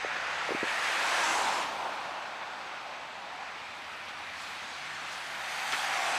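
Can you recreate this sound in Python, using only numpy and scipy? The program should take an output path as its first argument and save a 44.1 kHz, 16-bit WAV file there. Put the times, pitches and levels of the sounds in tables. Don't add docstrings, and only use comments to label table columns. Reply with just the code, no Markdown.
import sys
import numpy as np
from scipy import signal
from scipy.fft import rfft, irfft, next_fast_len
from scipy.io import wavfile
from scipy.ndimage import uniform_filter1d

SR = 44100
rng = np.random.default_rng(int(sys.argv[2]) if len(sys.argv) > 2 else 0)


def generate_wav(sig):
    pcm = np.round(np.clip(np.atleast_2d(sig).T, -1, 1) * 32767).astype(np.int16)
    wavfile.write(sys.argv[1], SR, pcm)


N = 272777
HOP = 128
HZ = np.fft.rfftfreq(8 * HOP, 1 / SR)
FRAME_S = np.arange(N // HOP + 9) * HOP / SR
TIME = np.arange(N) / SR


def gain_of(db):
    return 10 ** (np.asarray(db) / 20)


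def evened(x):
    return x / np.sqrt(np.mean(x ** 2) + 1e-20)


def noise():
    return rng.standard_normal(N)


def colour(points, hz):
    f, db = np.transpose(points)
    ends = np.minimum(hz / f[0], 1) ** 2 / np.maximum(hz / f[-1], 1) ** 3
    return ends * gain_of(np.interp(np.log(hz + 1), np.log(f + 1), db))


def follow(rows, t):
    s, *columns = np.transpose(rows)
    return [np.interp(t, s, c) for c in columns]


def active(rows):
    inside = (TIME >= rows[0][0]) & (TIME <= rows[-1][0])
    return uniform_filter1d(1. * inside, size=4000)


def tinted(x, points):
    size = next_fast_len(N)
    gain = colour(points, np.fft.rfftfreq(size, 1 / SR))
    return evened(irfft(rfft(x, size) * gain, size)[:N])


def shaped(x, points, shift=1, focus=1, lift_db=0, patchy_db=1.3):
    z = signal.stft(x, nperseg=8 * HOP, noverlap=7 * HOP)[2].T
    grain = rng.standard_normal((len(FRAME_S), len(HZ)))
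    drifting = uniform_filter1d(grain, size=40, axis=0)
    patches = evened(uniform_filter1d(drifting, size=8, axis=1))
    gain = colour(points, HZ / shift) ** np.maximum(focus, .5) * gain_of(lift_db + patchy_db * patches)
    return evened(signal.istft((z * gain[:len(z)]).T, nperseg=8 * HOP, noverlap=7 * HOP)[1][:N])


def flutter(rate_hz):
    f = np.fft.rfftfreq(len(FRAME_S), HOP / SR)
    spectrum = rfft(rng.standard_normal(len(FRAME_S))) / (1 + (f / rate_hz) ** 4)
    slow = irfft(spectrum, len(FRAME_S))
    return np.interp(TIME, FRAME_S, evened(slow))


def droplets(per_s, spread_db):
    size = gain_of(spread_db * np.minimum(rng.exponential(1, N), 5))
    return evened(size * rng.choice([-1, 1], N) * (rng.random(N) < per_s / SR))


def water(drops, per_s, spread_db):
    return np.sqrt(1 - drops) * noise() + np.sqrt(drops) * droplets(per_s, spread_db)


STRETCH_EDGE_S = 0.034


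def stretches(rows, t):
    start, end, *columns = np.transpose(rows)
    entered = np.tanh((t - start[:, None]) / STRETCH_EDGE_S)
    not_left = np.tanh((end[:, None] - t) / STRETCH_EDGE_S)
    return np.array(columns) @ ((entered + not_left) / 2)


# abreast t/s, distance then [m], level/dB, tyre horn f/Hz, horn sharpness [factor],
# mist slope [dB per octave]
CARS = [(1.48, 6.06, 0, 840, 1.28, -7), (6.23, 2.69, -7.5, 830, 2.35, 6)]
SPEED_M_PER_S, REFERENCE_M = 14, 6


def drive_by(law, t):
    level_db, loss_db, ahead_db, along_db, far_db = law
    abreast, distance, car_db = np.transpose(CARS)[:3, :, None]
    to_go = SPEED_M_PER_S * (abreast - t)
    reach = np.hypot(to_go, distance)
    bearing = to_go / reach
    spreading_db = loss_db * np.log2(reach / REFERENCE_M)
    direction_db = ahead_db * bearing + along_db * bearing ** 2
    power = gain_of(level_db + car_db - spreading_db + direction_db) ** 2
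    total = power.sum(0) + gain_of(far_db) ** 2
    return 10 * np.log10(total), power / total, (power * bearing).sum(0) / total


def loudness(law):
    return np.interp(TIME, FRAME_S, drive_by(law, FRAME_S)[0])


MICROPHONE_HISS_DB = -78


def microphone_hiss():
    return gain_of(MICROPHONE_HISS_DB) * noise()


WHINE_HZ, WHINE_WIDTH_HZ, WHINE_DB = 7870, 130, -74.5


def whine():
    offset = (np.fft.rfftfreq(N, 1 / SR) - WHINE_HZ) / WHINE_WIDTH_HZ
    band = rfft(noise()) / (1 + offset ** 2)
    return gain_of(WHINE_DB) * evened(irfft(band, N))


# f/Hz, relative level/dB
CITY_COLOUR = [(20, -26), (38, -25), (55, -6), (75, -10), (110, -3.5), (170, 1), (270, 2), (400, -7),
               (900, -12), (4000, -13.5)]
CITY_DB = -60.5


def city_wash():
    return gain_of(CITY_DB) * tinted(noise(), CITY_COLOUR)


# f/Hz, relative level/dB
RUMBLE_COLOUR = [(50, -13), (120, -12), (220, -5.5), (340, 2.5), (480, 0), (700, -2.5), (1500, -6)]
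# level at 6 m/dB, loss per doubling of distance/dB, gain ahead of the car/dB,
# gain along the road both ways/dB, distant traffic level/dB
RUMBLE_LAW = (-46.5, 4.5, 2.5, -4, -67)


def rumble():
    return gain_of(loudness(RUMBLE_LAW)) * tinted(noise(), RUMBLE_COLOUR)


# t/s, firing f/Hz, level/dB
ENGINES = [
    [(0, 76.5, -68), (1.2, 76.1, -74), (3.5, 75, -79), (4.9, 76.8, -71), (6.19, 77.7, -76)],
    [(1.1, 67, -87), (1.4, 60.7, -75), (1.7, 56, -84), (2.3, 54.1, -86)],
    [(2.8, 91.2, -88), (3.6, 90.86, -73.5), (4.5, 89.9, -71.5), (5.5, 85, -86)],
    [(0, 156.6, -72), (0.42, 151, -63.5), (0.8, 150, -74), (1.1, 148.7, -88)],
    [(4.5, 147, -88), (4.85, 147, -66), (5.4, 149.6, -66), (6.19, 154.6, -69)],
]


def engine(rows, waver=0.0257, throb_db=1.5, octave_db=-11):
    hz, db = follow(rows, TIME)
    turn = 2 * np.pi * np.cumsum(hz * (1 + waver * flutter(rate_hz=9.1))) / SR
    note = np.sqrt(2) * (np.cos(turn) + gain_of(octave_db) * np.cos(2 * turn))
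    return active(rows) * gain_of(db + throb_db * flutter(rate_hz=7.3)) * note


# t/s, push level before the low cut/dB, f/Hz, length [cycles]
PATS = [(0.0486, -22, 560, .68), (0.168, -37, 380, 0.56), (0.4923, -23, 540, 0.89),
        (0.5081, -23, 440, 0.61), (0.515, -31, 420, 1.1), (0.5208, -23, 433, 1.04), (.55, -23.5, 328, 0.71),
        (0.6317, -20.5, 384, 0.63), (0.641, -29, 405, 0.69)]


def pat(s, db, hz, cycles, low_cut_hz=95, tail_db=-24, tail_s=0.017):
    age = TIME - s
    push = np.exp(-(age * hz / cycles) ** 2) * np.cos(2 * np.pi * age * hz)
    fade = (age > 0) * np.exp(-abs(age) / tail_s)
    tail = gain_of(tail_db) * fade * tinted(noise(), RUMBLE_COLOUR)
    low_cut = signal.butter(2, low_cut_hz, "high", fs=SR, output="sos")
    return gain_of(db) * signal.sosfilt(low_cut, push + tail + 1e-18)


def singing(rows, width_hz, steady):
    hz, db = follow(rows, TIME)
    low_pass = signal.butter(2, width_hz / 2, fs=SR, output="sos")
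    band = signal.sosfilt(low_pass, noise() + 1j * noise())
    band = band / (uniform_filter1d(abs(band) ** 2, size=2000) + 1e-12) ** (steady / 2)
    carrier = np.exp(2j * np.pi * np.cumsum(hz) / SR)
    return active(rows) * gain_of(db) * evened((band * carrier).real)


# t/s, f/Hz, level/dB
TREAD_SONGS = [
    [(0.9, 1047, -52), (1.08, 998, -38), (1.2, 953, -42), (1.32, 876, -33.5), (1.46, 921, -33.5),
     (1.61, 928, -37), (1.68, 897, -43.5), (2.28, 769.5, -52), (2.65, 799, -58), (2.92, 806.5, -51),
     (3.12, 770, -59), (3.42, 837, -45.5), (3.7, 826, -62)],
    [(5.2, 802, -55), (5.55, 808, -45), (5.75, 800, -43), (5.92, 763.5, -38.5), (6.19, 739, -40)],
]
SONG_WIDTHS_HZ = [250, 173]
# t/s, f/Hz, level/dB
SWISH_PEAK = [(0.2, 1870, -55), (0.6, 1858, -44.5), (0.85, 1780, -38), (0.97, 1592, -46), (1.32, 1590, -49),
              (1.5, 1375, -41), (1.72, 1470, -59), (2.0, 1507, -50.5), (2.7, 1466, -52), (3.0, 1480, -66)]
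# t/s, f/Hz, level/dB
UNDERBODY = [(0.9, 340, -65), (1.05, 330, -57.5), (1.46, 280, -54), (1.75, 240, -56.5), (2.2, 230, -75)]


def tyre_tones():
    songs = sum(singing(rows, width_hz, steady=0.63) for rows, width_hz in zip(TREAD_SONGS, SONG_WIDTHS_HZ))
    hollow = singing(SWISH_PEAK, width_hz=230, steady=0.46)
    drone = singing(UNDERBODY, width_hz=115, steady=0.3)
    return songs + hollow + drone


# f/Hz, relative level/dB
ROAR_COLOUR = [(420, -15), (520, -7), (630, -4), (750, -1.5), (930, -2), (1150, -4.5), (1600, -13),
               (3000, -64)]
# level at 6 m/dB, loss per doubling of distance/dB, gain ahead of the car/dB,
# gain along the road both ways/dB, distant traffic level/dB
ROAR_LAW = (-38, 6, 1.4, 4, -54)
# start t/s, end t/s, extra level/dB
COARSE_STRETCHES = [(0, 0.56, 1.5), (0.98, 1.56, 2.5), (1.7, 2.02, 1), (2.5, 3.56, 0.5)]


def tread_roar(rest_hz=820, far_hz=835, lower_ahead_hz=45):
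    _, share, bearing = drive_by(ROAR_LAW, FRAME_S)
    _, _, _, horn_hz, sharpness, _ = np.transpose(CARS)
    hz = far_hz + (horn_hz - far_hz) @ share - lower_ahead_hz * np.maximum(bearing, 0)
    focus = 1 + ((sharpness - 1) @ share)[:, None]
    shift = hz[:, None] / rest_hz
    air = shaped(noise(), ROAR_COLOUR, shift, focus, lift_db=10 * np.log10(focus), patchy_db=0)
    return air * gain_of(loudness(ROAR_LAW) + stretches(COARSE_STRETCHES, TIME)[0])


# level at 6 m/dB, loss per doubling of distance/dB,
# gain ahead of the car/dB, gain along the road both ways/dB, distant traffic level/dB
SPRAY_LAW = (-47, 9, 10, -3.5, -65)
# start t/s, end t/s, spray and sizzle level change/dB
# (sizzle and spray each scale it), mist slope change [dB per octave]
ROAD_STRETCHES = [(0.48, 0.66, -1, 11), (0.66, 1.1, 2.5, 11.5), (1.1, 1.66, 4.5, 9), (3.7, 4.34, 0, 7),
                  (4.34, 4.6, 4.5, 7), (4.6, 5.06, 5, -1), (5.06, 5.85, 4, 4), (6.1, 6.4, -2, -4)]
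MIST_DB, MIST_AHEAD_DB = -4, 1.5


def mist(mist_hz=7000):
    _, share, bearing = drive_by(SPRAY_LAW, FRAME_S)
    _, road_slope = stretches(ROAD_STRETCHES, FRAME_S)
    slope = MIST_DB + MIST_AHEAD_DB * bearing + road_slope + np.transpose(CARS)[-1] @ share
    return slope[:, None] * np.log2(np.maximum(HZ / mist_hz, 1))


# f/Hz, relative level/dB
SWISH_COLOUR = [(600, -15), (850, -15), (1150, -3.5), (1500, -1), (2000, -1.5), (2800, -2.5), (3500, -12),
                (6000, -30.5)]
SIZZLE_COLOUR = [(1800, -26), (2900, 3), (3600, 4.5), (4600, 0.5), (5400, -4.5), (6300, -8), (8000, -19.5),
                 (15000, -35.5)]
SPRAY_COLOUR = [(3500, -13.5), (5400, 1.5), (6400, 1.5), (7100, 0.5), (7900, -0.5), (9000, -4.5),
                (10300, -8.5), (11700, -16), (13300, -17.5), (15300, -25)]
# level at 6 m/dB, loss per doubling of distance/dB,
# gain ahead of the car/dB, gain along the road both ways/dB, distant traffic level/dB
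SWISH_LAW = (-36, 6, 11, -0.2, -46)
SIZZLE_LAW = (-44.5, 7.5, 9, 1.55, -52.5)
# start t/s, end t/s, level change/dB
HISS_DIPS = [(0.5, 0.82, -1.5), (1.66, 1.9, -1.3), (2.95, 3.36, -1), (5.2, 5.45, -1), (5.97, 6.1, -1.3)]


def wet_tyres(puddle_db=0.21, sizzle_per_change=0.57, spray_per_change=0.85):
    change_db, _ = stretches(ROAD_STRETCHES, TIME)
    _, _, bearing = drive_by(SWISH_LAW, FRAME_S)
    focus = 0.82 + 0.69 * bearing[:, None]
    film = shaped(water(drops=0.21, per_s=3000, spread_db=2.0), SWISH_COLOUR, 0.92, focus, patchy_db=1.1)
    edge = shaped(water(drops=0.55, per_s=4000, spread_db=0.0), SIZZLE_COLOUR, patchy_db=1.17)
    flying = water(drops=0.14, per_s=5400, spread_db=5.5)
    flying = shaped(flying, SPRAY_COLOUR, lift_db=mist(), patchy_db=2.1)
    swish = gain_of(loudness(SWISH_LAW)) * film
    sizzle = gain_of(loudness(SIZZLE_LAW) + sizzle_per_change * change_db) * edge
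    spray = gain_of(loudness(SPRAY_LAW) + spray_per_change * change_db) * flying
    shake_db = puddle_db * flutter(rate_hz=93) + stretches(HISS_DIPS, TIME)[0]
    return gain_of(shake_db) * (swish + sizzle + spray)


# t/s, level/dB,
# centre f/Hz, spread each way [octaves], rise time constant [s], decay time constant [s]
BURSTS = [(0.68, -38, 2480, 0.3, 0.012, 0.056), (0.875, -34, 1900, 0.38, 0.021, 0.092),
          (0.97, -39, 1620, 0.13, 0.017, 0.045), (1.245, -43, 6400, 0.3, 0.03, 0.03),
          (1.8616, -31.5, 904, 0.34, 0.014, 0.012), (1.93, -37, 1110, 0.41, 0.015, 0.011),
          (4.0865, -43, 2200, 0.7, 0.008, 0.022), (4.42, -52.5, 5160, 0.63, 0.041, 0.033),
          (5.13, -46, 4400, 0.65, 0.014, 0.032), (5.7235, -32, 3000, 0.69, 0.002, 0.01),
          (5.735, -26.5, 1750, 0.64, 0.0065, 0.013)]


def noise_burst(s, db, hz, octaves, rise, decay, thud_db=-18):
    edges = np.clip([hz / 2 ** octaves, hz * 2 ** octaves], 30, .45 * SR)
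    band_pass = signal.butter(2, edges, "band", fs=SR, output="sos")
    burst = evened(signal.sosfilt(band_pass, water(drops=0.19, per_s=2000, spread_db=4.5)))
    thud = gain_of(thud_db) * tinted(noise(), RUMBLE_COLOUR)
    envelope = np.exp(np.minimum((TIME - s) / rise, (s - TIME) / decay))
    return gain_of(db) * (burst + thud) * envelope


# t/s, strength [factor]
REFLECTION = [(0, 0.12), (0.7, 0.1), (1.15, 0.073), (1.5, 0.034), (4.8, 0.011), (5.7, 0.092), (6.19, .12)]
REFLECTION_SPACING_HZ = 1597


def reflected(x):
    strength, = follow(REFLECTION, TIME)
    size = next_fast_len(N)
    delay = np.exp(-2j * np.pi * np.fft.rfftfreq(size, 1 / SR) / REFLECTION_SPACING_HZ)
    echo = irfft(rfft(x, size) * delay, size)[:N]
    return x + strength * echo


def scene():
    background = microphone_hiss() + whine() + city_wash()
    engines = sum(engine(rows) for rows in ENGINES)
    snow = sum(pat(*row) for row in PATS)
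    dry_tyres = rumble() + tyre_tones() + tread_roar()
    wet = reflected(wet_tyres() + sum(noise_burst(*row) for row in BURSTS))
    mono = background + engines + snow + dry_tyres + wet
    return np.array([mono, mono])


EDGE_HZ = 15330


def record(dry):
    low_pass = signal.firwin(1023, EDGE_HZ, window=("kaiser", 9), fs=SR)
    return signal.oaconvolve(dry, low_pass[None], "same")


dry = scene()
out = record(dry)
generate_wav(out)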